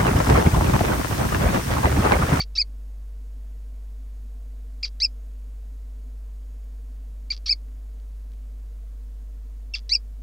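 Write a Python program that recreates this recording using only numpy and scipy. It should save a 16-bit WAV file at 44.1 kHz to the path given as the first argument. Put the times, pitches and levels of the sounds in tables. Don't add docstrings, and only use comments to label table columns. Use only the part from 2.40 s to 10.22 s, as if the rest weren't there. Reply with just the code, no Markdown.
import sys
import numpy as np
from scipy import signal
from scipy.fft import rfft, irfft
from scipy.io import wavfile
from scipy.ndimage import uniform_filter1d

SR = 44100
rng = np.random.default_rng(int(sys.argv[2]) if len(sys.argv) > 2 else 0)


def voltage_ratio(decibels):
    exponent = np.asarray(decibels, float) / 20
    return 10 ** exponent


def wav_out(sig):
    wavfile.write(sys.argv[1], SR, np.round(np.clip(np.atleast_2d(sig).T, -1, 1) * 32767).astype(np.int16))


N = 344862

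MAINS_HZ = 49.973
HUM_OVERTONES = [(1, -34.1), (3, -73), (5, -73), (9, -71.5), (11, -79), (15, -85), (17, -90), (19, -88),
                 (21, -89)]
# pitch_hz [Hz], level_db [rms dB]
MOTOR_WHINES = [(467, -77), (12236, -96)]

# pitch_hz [Hz], density_db [dB per Hz]
AIR_SPECTRUM = [(30, -4.5), (85, 0.5), (113, -0.5), (208, -9), (253, 1.5), (294, -10.5), (417, -17.5),
                (465, -9.5), (500, -17.5), (673, -12.5), (750, -20), (784, -22), (975, -21), (3000, -28),
                (15500, -31.5)]
AIR_DB, AIR_SIDE_DB = -57, -37
RUMBLE_BELOW_HZ, RUMBLE_SWELL_DB = 120, 1.5

CRICKET_HZ, CRICKET_WIDTH_HZ, CRICKET_DB = 6710, 200, -83

# start_s [s], peak_db [dB], pitch_hz [Hz]
HOUSE_TICKS = [
    (4.24, -54.5, 10920),
    (5.285, -54, 2000),
    (5.6, -53, 3600),
    (5.918, -52, 4000),
    (5.935, -53, 2500),
]

# delay_s [s], level_db [dB]
PANE_ECHOES = [(.0018, -15), (.0034, -18), (.0058, -21.5), (.0087, -19)]
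# t60_s [s], level_db [dB]
ROOM_TAILS = [(.05, -16.5), (.25, -50)]
ROOM_SIDE_DB = -7

# start_s [s], top_s [s], top_rate_hz [pulses per s], fall_s [s], effort_db [dB]
FALLING_CHIRPS = [
    (0, 0.006, 2320, 0.017, 0.5),
    (2.429, 2.439, 2570, 0.021, 0),
    (4.903, 4.910, 2400, .020, -0.5),
    (7.338, 7.34, 2720, 0.023, -1.5),
]
RISE_S, FALL_POWER = 0.016, 2.2
FALL_LENGTHS = 2.1
SLACK_HZ = 400
EFFORT_DB_PER_OCTAVE = 5.5
ATTACK_S, ATTACK_DB = 0.0046, -0.5

# time_s [s], rate_hz [pulses per s]
ARCHING_CHIRPS = [
    [(.153, 1310), (.164, 1330), (.170, 1200), (.172, 1650), (.179, 2210), (.192, 2460), (.206, 2555),
     (.212, 2440), (.222, 2090)],
    [(2.601, 1550), (2.606, 1950), (2.616, 2100), (2.621, 2320), (2.626, 2460), (2.633, 2615),
     (2.644, 2745), (2.652, 2510), (2.6595, 2380)],
    [(5.0595, 1200), (5.064, 1320), (5.078, 1060), (5.090, 2100), (5.094, 2280), (5.110, 2565),
     (5.118, 2580), (5.129, 2190), (5.1325, 2150)],
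    [(7.494, 1600), (7.499, 2000), (7.506, 1960), (7.522, 2320), (7.527, 2365), (7.535, 2610),
     (7.546, 2850), (7.554, 2520), (7.562, 2330)],
]
ARCHING_EFFORT = [
    [-7, 3, -5, 0, 2.5, 4.7, 9, 5, 3],
    [-5, -1.5, 1, 3, 6.5, 3.5, 6.5, 8.5, 1],
    [-5.5, .5, -3.5, -2.5, 3.5, 4, 4.5, 3.9, 2],
    [-13, 1, -3.5, 4, 3.5, 6, 1.5, 10, -0.5],
]
FLICK_S, FLICK_HZ, FLICK_DB = 0.004, 169, -10

# time_s [s], level_db [dB]
LONE_PULSES = [(0.0374, -6.5), (2.482, -12), (2.4905, -25), (2.6022, -5.5), (4.9658, -7.5), (4.9766, -10),
               (7.385, -10.5), (7.3922, -12.5), (7.4005, -25), (7.494, 3), (7.570, -26), (7.574, -23),
               (7.577, -23.5), (7.580, -31)]
PULSE_LOW_HZ, PULSE_HIGH_HZ = 1520, 5800
GLIDE_ROUGH_S, CLEAN_GLIDE_PER_S = 0.004, 22
SLOW_ROUGH, STEADY_HZ = 0.45, 2150
ONSET_ROUGH, ONSET_S = 0.25, 0.0022

# pouch_db, nose_db, mouth_db [dB]
CHIRP_VOICING = [(4, 3.5, -11), (-19, 1, -6.5), (5, 5.5, -11), (-14, -23, -2.5), (5, 5, -12.5),
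                 (-9, -6, -1.5), (6, 15.5, -18), (-16.5, -14, -2)]
# pitch_hz [Hz], width_hz [Hz], level_db [dB]
POUCH_MODES = [(1352, 230, -15.5), (2386, 213, -16.5), (2725, 59, -6.5)]
# pitch_hz [Hz], width_hz [Hz], level_db [dB]
NOSE_MODES = [(3500, 450, -19)]
# pitch_hz [Hz], width_hz [Hz], level_db [dB]
THROAT_MODES = [(4160, 200, -10.5), (4656, 204, 4.5)]
SLACK_THROAT_MODES, THROAT_SLACK_DB = [(4800, 890, -5)], -4.5
# pitch_hz [Hz], width_hz [Hz], level_db [dB]
MOUTH_MODES = [(5170, 260, 3.5), (8030, 438, -10.5), (8530, 485, -6), (9400, 250, -11),
               (10000, 345.4, -11.5), (11600, 240, -9.5)]
# pitch_hz [Hz], width_hz [Hz], level_db [dB]
LIP_MODES = [(5680, 98, -13), (7160, 350, -17.5)]
POUCH_SLACK_DB, POUCH_FULL_HZ = -12.5, 2170
MOUTH_SLACK_DB, LIPS_SLACK_DB = -7.5, -6.5

CUTOFF_HZ, OFFSET = 15720, -0.0028
STARVE_HZ, STARVE_ABOVE_DB, STARVE_HOLD_S = 13300, -28.5, 0.05


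def rms_one(x):
    return x / np.sqrt(np.mean(x ** 2) + 1e-20)


def drift(hz):
    lowpass = signal.butter(2, hz * 100, fs=SR, output="sos")
    slow = signal.sosfilt(lowpass, rng.standard_normal(N // 100 + 500))[400:]
    return np.interp(np.arange(N) / 100, np.arange(len(slow)), rms_one(slow))


def resonance(x, hz, width_hz):
    r = np.exp(-np.pi * width_hz / SR)
    zeros = np.array([1, 0, -1]) * (1 - r * r) / 2
    poles = [1, -2 * r * np.cos(2 * np.pi * hz / SR), r * r]
    return signal.lfilter(zeros, poles, x)


def body(x, modes):
    return sum(voltage_ratio(db) * resonance(x, hz, width_hz) for hz, width_hz, db in modes)


def hum():
    t = np.arange(N) / SR
    lines = [(round(k) * MAINS_HZ, db) for k, db in HUM_OVERTONES] + MOTOR_WHINES
    phases = rng.uniform(0, 2 * np.pi, len(lines))
    phases[0] = 1.15
    return sum(np.sqrt(2) * voltage_ratio(db) * np.cos(2 * np.pi * hz * t + p) for (hz, db), p in zip(lines, phases))


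def air():
    hz = np.fft.rfftfreq(N, 1 / SR) + 1
    at_hz, db = np.transpose(AIR_SPECTRUM)
    colour = voltage_ratio(np.interp(np.log(hz), np.log(at_hz), db)) * (hz > 15)
    noise = rfft(rng.standard_normal(N)) * colour
    swell = voltage_ratio(RUMBLE_SWELL_DB * drift(3.2))
    hiss = irfft(noise * (hz > RUMBLE_BELOW_HZ), N)
    rumble = irfft(noise * (hz <= RUMBLE_BELOW_HZ), N)
    return rms_one(hiss + swell * rumble)


def cricket():
    band = rng.standard_normal(N)
    for _ in range(2):
        band = resonance(band, CRICKET_HZ, CRICKET_WIDTH_HZ)
    return voltage_ratio(CRICKET_DB + 1.2 * drift(4)) * rms_one(band)


def ticks():
    out, t = np.zeros(N), np.arange(600) / SR
    for start_s, db, hz in HOUSE_TICKS:
        burst = resonance(rng.standard_normal(len(t)), hz, 0.61 * hz) * voltage_ratio(-60 * t / 0.014)
        first = round(start_s * SR)
        out[first:first + len(t)] += voltage_ratio(db) * burst / np.abs(burst).max()
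    return out


def room(x):
    t = np.arange(SR // 3) / SR
    decay = sum(voltage_ratio(db) * rms_one(voltage_ratio(-60 * t / t60)) for t60, db in ROOM_TAILS)
    tail = decay * rng.standard_normal(len(t)) * (t > 0.004)
    return signal.fftconvolve(x, tail / np.sqrt(len(t)))[:N]


def fall(start, top, top_hz, fall_s, db):
    t = np.arange(round(max(start, 0) * SR), round((top + FALL_LENGTHS * fall_s) * SR)) / SR
    rising = ((top - t) / RISE_S) ** 2
    falling = (np.abs(t - top) / fall_s) ** FALL_POWER
    bell = np.exp(-np.where(t < top, rising, falling))
    rate = SLACK_HZ + (top_hz - SLACK_HZ) * bell
    attack = ATTACK_DB * np.clip(1 - (t - start) / ATTACK_S, 0, 1)
    return t, rate, db + EFFORT_DB_PER_OCTAVE * np.log2(rate / top_hz) + attack


def arch(rows, effort_db):
    flick = np.add(rows[-1], (FLICK_S, FLICK_HZ))
    at_s, hz = np.transpose(list(rows) + [flick])
    t = np.arange(round(at_s[0] * SR), round(at_s[-1] * SR)) / SR
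    effort = np.append(effort_db, effort_db[-1] + FLICK_DB)
    return t, np.interp(t, at_s, hz), np.interp(t, at_s, effort)


def pulses(at, sizes, size):
    taps = np.floor(at)[:, None] + np.arange(-7, 9)
    away = taps - at[:, None]
    shape = np.sinc(away) * np.cos(np.pi / 16 * away) ** 2
    places = np.clip(taps, 0, size - 1).astype(int)
    return np.bincount(places.ravel(), (sizes[:, None] * shape).ravel(), size)


def larynx(t, rate, db, lone, start, size):
    glide = uniform_filter1d(np.abs(np.gradient(np.log(rate), t)), size=80, mode="nearest")
    rough = GLIDE_ROUGH_S * np.maximum(glide - CLEAN_GLIDE_PER_S, 0)
    rough = rough + SLOW_ROUGH * np.maximum(1 - rate / STEADY_HZ, 0)
    rough = rough + ONSET_ROUGH * np.exp(-(t - t[0]) / ONSET_S)
    cycles = np.cumsum(rate) / SR
    beat = np.interp(np.arange(int(cycles[-1]) + 1), cycles, t)
    chance = rng.standard_normal((400, 2))[:len(beat)]
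    shake = np.clip(np.interp(beat, t, rough), 0.012, 0.5)
    at = beat + 0.22 * shake * chance[:, 0] / np.interp(beat, t, rate)
    sizes = voltage_ratio(np.interp(beat, t, db) + 4.4 * shake * chance[:, 1])
    at = np.append(at, [pulse[0] for pulse in lone])
    sizes = np.append(sizes, voltage_ratio(np.array([pulse[1] for pulse in lone])))
    clicks = pulses(at * SR - start, sizes, size)
    puffs = signal.sosfilt(signal.butter(6, PULSE_HIGH_HZ, fs=SR, output="sos"), clicks)
    return signal.sosfilt(signal.butter(2, PULSE_LOW_HZ, "high", fs=SR, output="sos"), puffs)


def gecko():
    out, size = np.zeros(N), 5000
    chirps = []
    for short, rows, effort_db in zip(FALLING_CHIRPS, ARCHING_CHIRPS, ARCHING_EFFORT):
        chirps += [fall(*short), arch(rows, effort_db)]
    for (t, rate, db), (pouch_db, nose_db, mouth_db) in zip(chirps, CHIRP_VOICING):
        start = max(round(t[0] * SR) - 120, 0)
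        lone = [pulse for pulse in LONE_PULSES if 0 <= pulse[0] * SR - start < size]
        source = larynx(t, rate, db, lone, start, size)
        rate_now = np.interp((start + np.arange(size)) / SR, t, rate)
        slack = np.clip(1 - rate_now / POUCH_FULL_HZ, 0, 1)
        pouch = voltage_ratio(pouch_db + POUCH_SLACK_DB * slack) * body(source, POUCH_MODES)
        nose = voltage_ratio(nose_db) * body(source, NOSE_MODES)
        throat = voltage_ratio(THROAT_SLACK_DB * slack) * body(source, THROAT_MODES)
        throat = throat + slack * body(source, SLACK_THROAT_MODES)
        mouth = voltage_ratio(mouth_db + MOUTH_SLACK_DB * slack) * body(source, MOUTH_MODES)
        lips = voltage_ratio(LIPS_SLACK_DB * slack) * body(source, LIP_MODES)
        out[start:start + size] += pouch + nose + throat + mouth + lips
    echoes = sum(voltage_ratio(db) * np.append(np.zeros(round(s * SR)), out)[:N] for s, db in PANE_ECHOES)
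    return out + echoes


def scene():
    voice = gecko()
    mid = voice + room(voice) + voltage_ratio(AIR_DB) * air() + hum() + cricket() + ticks()
    side = voltage_ratio(ROOM_SIDE_DB) * room(voice) + voltage_ratio(AIR_DB + AIR_SIDE_DB) * air()
    return np.array([mid + side, mid - side])


def low_pass(x):
    return signal.sosfilt(signal.butter(12, 16220, fs=SR, output="sos"), x)


def record(dry):
    lowpass = signal.ellip(10, 0.2, 40, CUTOFF_HZ, fs=SR, output="sos")
    cut = signal.sosfiltfilt(lowpass, dry)
    highpass = signal.ellip(8, 0.1, 50, STARVE_HZ, "high", fs=SR, output="sos")
    top = signal.sosfiltfilt(highpass, cut)
    power = uniform_filter1d(np.diff(cut[0], prepend=0) ** 2, size=round(STARVE_HOLD_S * SR))
    loud = power > voltage_ratio(2 * STARVE_ABOVE_DB)
    mix = cut - top * uniform_filter1d(1.0 * loud, size=300) + OFFSET
    return low_pass(mix)


dry = scene()
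out = record(dry)
wav_out(out)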